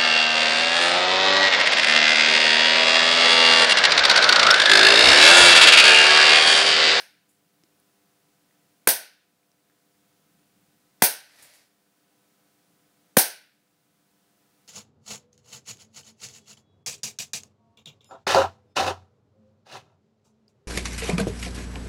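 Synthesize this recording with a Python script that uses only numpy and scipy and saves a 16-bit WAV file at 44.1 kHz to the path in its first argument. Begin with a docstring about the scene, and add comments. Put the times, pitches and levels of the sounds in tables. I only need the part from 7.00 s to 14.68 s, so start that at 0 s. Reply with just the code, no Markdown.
"""Workshop floor: electric sparks crack through water in a plastic cup, close to a small microphone.
Sparks are a noise burst plus filtered dense arrivals off floor and walls, with ringing modes of the cup.
Behind them: shaped noise for room air, wavering sines for transformer hum, grainy noise for rubbing cloth,
short rings for ticks. Gain control drops on each crack and recovers slowly."""
import sys
import numpy as np
from scipy import signal
from scipy.io import wavfile
from scipy.ndimage import uniform_filter1d

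SR = 44100
rng = np.random.default_rng(int(sys.argv[2]) if len(sys.argv) > 2 else 0)


def generate_wav(sig):
    """Save sig (samples, or channels by samples) to the path in sys.argv[1] as 16-bit PCM at SR."""
    pcm = np.round(np.clip(np.atleast_2d(sig).T, -1, 1) * 32767).astype(np.int16)
    wavfile.write(sys.argv[1], SR, pcm)


N = 338564

# Room and microphone noise spectrum: frequency_hz, relative_db_per_hz
AIR_SPECTRUM = [(20, 3.5), (45, 0), (70, -11.5), (165, 1.5), (250, -6), (400, -9.5), (900, -15),
                (1300, -13.5), (2800, -16.5), (5000, -17.5), (7500, -19), (9300, -18), (12500, -21.5),
                (15300, -17)]
AIR_DB = -66
# Transformer lines on multiples of 100 Hz, one neighbour beating against the third: pitch_hz, level_db
HUM_LINES = [(100, -88), (200, -81), (293, -80), (300, -80), (400, -85), (500, -82), (600, -90), (700, -82),
             (800, -87), (900, -93), (1000, -88), (1300, -89), (1500, -89)]

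# Cloth spectrum: frequency_hz, relative_db_per_hz
CLOTH_SPECTRUM = [(100, -3.5), (230, -8), (360, -12), (600, -3), (1200, -10), (1900, -1), (3000, -8),
                  (4700, -4), (6800, -10), (10000, -8), (15700, -16.5)]
# Envelope of one long rub: time_s, level_db
RUB_ENVELOPE = [(4, -69), (4.28, -58.5), (4.41, -53), (4.55, -56.5), (4.62, -60.5), (4.7, -73.5),
                (4.8, -86)]
RUB_TREBLE_DB = -5.5  # over the rub's body
# Sudden cloth slips: start_s, body_db, treble_over_body_db
CLOTH_SLIPS = [(0.287, -76, 13), (4.383, -54.5, -1), (4.421, -52, 5.5), (4.533, -64.5, 10.5)]
SLIP_RISE_S, SLIP_T60_S = 0.0053, 0.34

# Small clicks: start_s, level_db, pitch_hz, t60_s, low_body_db
TICK_EVENTS = [(0.637, -51.5, 5100, 0.006, -51.5), (.6397, -57, 5400, .008, -80),
               (0.8, -50.5, 10900, 0.0075, -74), (1.509, -61, 1960, .03, -85),
               (2.431, -60, 2320, .015, -80), (2.5172, -48, 5600, .003, -80), (2.699, -53, 1710, .006, -66),
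               (2.707, -59, 1600, .008, -80), (2.72, -61, 1900, .008, -80)]
# One soft knock under the long rub: start_s, level_db, pitch_hz, t60_s
KNOCK = (4.39, -60, 150, .1)

# Sparks, the first before time zero: start_s, shock_db, cup_thump_db
SPARK_EVENTS = [(-.17, -3.5, -20), (1.8732, -5.5, -17), (4.0214, -4.5, -8), (6.1689, -3.5, -0.5)]
# Shock spectrum passed on by the room: frequency_hz, relative_db_per_hz
SHOCK_SPECTRUM = [(60, -22.5), (150, -15.5), (300, -14), (550, -7), (880, -4.5), (1220, -19.5),
                  (1500, -7.5), (1950, -11.5), (3200, -13.5), (4700, -7.5), (6300, -6.5), (7300, -15),
                  (8700, -1), (15500, -2)]
# Direct arc spectrum: frequency_hz, relative_db_per_hz
CRACK_SPECTRUM = [(100, -22), (400, -1), (900, -3), (1200, -7), (2000, -2.5), (3500, -9), (7000, -11),
                  (15000, -12)]
# Room decay: frequency_hz, t60_s
ROOM_DECAY = [(100, .1), (200, .26), (500, .33), (900, .3), (1400, .34), (2300, .34), (3400, .34),
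              (5500, .32), (7800, .27), (10500, .25), (14600, .22)]
# Slower echo of the middle band: frequency_hz, level_db
LINGER_LEVEL = [(1000, -39.5), (1350, -15.5), (2600, -13), (3200, -18), (4500, -21.5), (7000, -44.5)]
LINGER_T60_S = .62
# Low modes of the cup: pitch_hz, level_over_thump_db, t60_s
CUP_MODES = [(219, -0.5, 0.033), (267, -5, .04), (518, 2.5, 0.022), (750, -11.5, 0.15), (825, -10, 0.051)]
# Air in the cup above the water: pitch_hz, level_over_shock_db, t60_s
MOUTH_MODES = [(1600, 7, 0.0054), (1486, -23, 0.38), (1564, -21, 0.34)]
# Scattered energy: near group from cup and floor, a lull, then the walls
NEAR_DB, NEAR_RISE_S, NEAR_ENDS_S, LULL_DB = 0, .0008, .006, -5
WALLS_FULL_AT_S, WALLS_RISE_S, WALLS_SETTLE_S = .0165, 0.0044, 0.03
WALLS_FIRST_DB, WALLS_DB = 6, 1

EDGE_HZ, SHELF_HZ = 17000, 15750  # upper limits of the sound's band


def amp(db):
    """Decibels to amplitude ratio."""
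    return 10 ** (np.asarray(db) / 20)


def evened(x):
    """Scale to rms 1."""
    return x / np.sqrt(np.mean(x ** 2) + 1e-20)


def read(points, hz):
    """Interpolate a table over log frequency."""
    f, value = np.transpose(points)
    return np.interp(np.log(hz + 1), np.log(f + 1), value)


def add(mix, start_s, sound):
    """Add a sound in place, trimmed to the mix."""
    at = round(start_s * SR)
    part = mix[max(at, 0):][:len(sound) + min(at, 0)]
    part += sound[max(-at, 0):][:len(part)]


def low_pass(x, hz):
    """Linear-phase low-pass without delay."""
    taps = signal.firwin(511, hz, window=("kaiser", 9), fs=SR)
    return signal.oaconvolve(x, taps, "same")


def colour(x, points):
    """Causal minimum-phase filter: the phase follows from the log gain."""
    hz = abs(np.fft.fftfreq(8192, 1 / SR))
    log_gain = np.log(amp(np.maximum(read(points, hz), -60)))
    spectrum = np.exp(np.conj(signal.hilbert(log_gain)))
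    taps = np.fft.ifft(spectrum).real[:4096]
    return signal.oaconvolve(x, taps / np.linalg.norm(taps))[:len(x)]


def ring(pitch_hz, level_db, t60_s, size=8000):
    """One mode: an exponentially decaying sine."""
    t = np.arange(size) / SR
    return amp(level_db - 60 * t / t60_s) * np.sin(2 * np.pi * pitch_hz * t)


def drift(rate_hz, size):
    """Random wander up to rate_hz, rms 1: sines of random phase on a 64-sample grid."""
    t = np.arange(0, size + 64, 64) / SR
    rates_hz = np.geomspace(rate_hz / 20, rate_hz, 16)
    wander = sum(np.sin(2 * np.pi * (f * t + rng.random())) / np.sqrt(f) for f in rates_hz)
    return np.interp(np.arange(size) / SR, t, evened(wander))


def air(lumpy_db=2.0, lumps_below_hz=350):
    """Room and microphone noise; the low end comes in lumps."""
    hiss = evened(colour(rng.standard_normal(N), AIR_SPECTRUM))
    low = signal.sosfilt(signal.butter(2, lumps_below_hz, fs=SR, output="sos"), hiss)
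    lumps = amp(lumpy_db * drift(4.6, N)) - 1
    return amp(AIR_DB) * (hiss + low * lumps)


def hum(waver_db=0.5):
    """Transformer harmonics as sines, each wavering on its own."""
    t = np.arange(N) / SR
    out = np.zeros(N)
    for pitch_hz, level_db in HUM_LINES:
        level = np.sqrt(2) * amp(level_db + waver_db * drift(4.3, N))
        out += level * np.sin(2 * np.pi * (pitch_hz * t + rng.random()))
    return out


def ticks(body_hz=330, body_t60_s=0.033, snap_db=8):
    """Small clicks: a short ring, with a snap and a dull tap that follow the body level."""
    out = np.zeros(N)
    for start_s, level_db, pitch_hz, t60_s, body_db in TICK_EVENTS:
        add(out, start_s, ring(pitch_hz, level_db, t60_s, size=2000))
        add(out, start_s, ring(body_hz, body_db, body_t60_s, size=2000))
        add(out, start_s, amp(body_db + snap_db) * np.hanning(7))
    start_s, level_db, pitch_hz, t60_s = KNOCK
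    add(out, start_s, ring(pitch_hz, level_db, t60_s))
    return out


def rustle(grain_db=4.5, clump_db=0.5, split_hz=6500):
    """Cloth friction as clumped noise grains: one long rub, and sudden slips that die away."""
    t = np.arange(N) / SR
    grains = rng.standard_normal(N) * amp(grain_db * rng.standard_normal(N))
    rub = colour(grains, CLOTH_SPECTRUM)
    body = low_pass(rub, split_hz)
    treble = evened(rub - body) * amp(clump_db * drift(210.0, N))
    swell = amp(np.interp(t, *np.transpose(RUB_ENVELOPE), -200, -200))
    body_power = swell ** 2
    treble_power = (swell * amp(RUB_TREBLE_DB)) ** 2
    for start_s, body_db, treble_db in CLOTH_SLIPS:
        rise = np.clip((t - start_s) / SLIP_RISE_S, 0, 1)
        slip = rise * amp(body_db - 60 * np.maximum(t - start_s, 0) / SLIP_T60_S)
        body_power = body_power + slip ** 2
        treble_power = treble_power + (slip * amp(treble_db)) ** 2
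    return evened(body) * np.sqrt(body_power) + treble * np.sqrt(treble_power)


def reflections(spread_db=3.0, size=28000):
    """Dense arrivals of uneven size, rms 1."""
    return evened(rng.standard_normal(size) * amp(spread_db * rng.standard_normal(size)))


def scatter(t):
    """Arrival gain over time: a near group, a lull, then the walls, strongest at first."""
    near = amp(NEAR_DB) * np.exp(-(t / NEAR_ENDS_S) ** 4) + amp(LULL_DB)
    settle = np.exp(-np.maximum(t - WALLS_FULL_AT_S, 0) / WALLS_SETTLE_S)
    walls = amp(WALLS_DB + (WALLS_FIRST_DB - WALLS_DB) * settle)
    wall_share = np.clip((t - WALLS_FULL_AT_S) / WALLS_RISE_S + 1, 0, 1)
    onset = np.minimum(t / NEAR_RISE_S, 1) ** 2
    return onset * (near * (1 - wall_share) + walls * wall_share)


def room_decay(paths):
    """Arrivals die at each band's own rate; the middle band also lingers."""
    hz, t, bands = signal.stft(paths, SR, nperseg=256)
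    main = amp(-60 * t / read(ROOM_DECAY, hz)[:, None])
    linger = amp(read(LINGER_LEVEL, hz)[:, None] - 60 * t / LINGER_T60_S)
    return signal.istft(bands * (main + linger), SR, nperseg=256)[1]


def spark(room, shock_db, thump_db, same=0.44, crack_db=3.5, crack_t60_s=0.033, small_hz=135):
    """Shock by the room's paths, partly new per arc as each takes another way through the water."""
    paths = room_decay(same * room + np.sqrt(1 - same ** 2) * reflections())
    t = np.arange(len(paths)) / SR
    out = amp(shock_db) * colour(paths * scatter(t), SHOCK_SPECTRUM)
    crack = reflections()[:2000] * amp(shock_db + crack_db - 60 * t[:2000] / crack_t60_s)
    add(out, .0006, colour(crack, CRACK_SPECTRUM))
    mouth = sum(ring(*mode, size=16000) for mode in MOUTH_MODES)
    add(out, 0, amp(shock_db) * mouth)
    for pitch_hz, level_db, t60_s in CUP_MODES:
        add(out, .0015, ring(pitch_hz * rng.uniform(0.98, 1.03), level_db + thump_db, t60_s, size=8000))
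    # a small cup radiates no deep bass
    return signal.sosfilt(signal.butter(3, small_hz, "high", fs=SR, output="sos"), out)


def sparks():
    """All arcs share one room."""
    out, room = np.zeros(N), reflections()
    for start_s, shock_db, thump_db in SPARK_EVENTS:
        add(out, start_s, spark(room, shock_db, thump_db))
    return out


def scene():
    """Sum of all layers, one channel."""
    return (air() + hum() + ticks() + rustle() + sparks())[None]


def record(dry, knee_db=-40, slope=0.16, recover_db_per_s=5.0, still_down_db=4.0, bass_hz=130, top_db=-30):
    """Bass is cut and the band ends at the top; gain drops at once on loud sound, creeps back; peaks saturate."""
    x = signal.sosfilt(signal.butter(2, bass_hz, "high", fs=SR, output="sos"), dry[0])
    power_db = 10 * np.log10(abs(uniform_filter1d(x ** 2, 400)) + 1e-12)
    cut_db = slope * np.maximum(power_db - knee_db, 0)
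    cut_db[0] = still_down_db  # from the spark before time zero
    recovery_db = np.arange(N) * recover_db_per_s / SR
    cut_db = np.maximum.accumulate(cut_db + recovery_db) - recovery_db
    x = .82 * np.tanh(x / amp(cut_db) / .82)
    dull = low_pass(x, SHELF_HZ)
    shelved = dull + amp(top_db) * (x - dull)  # little sound above the shelf
    return low_pass(shelved, EDGE_HZ)[None]


dry = scene()
out = record(dry)
generate_wav(out)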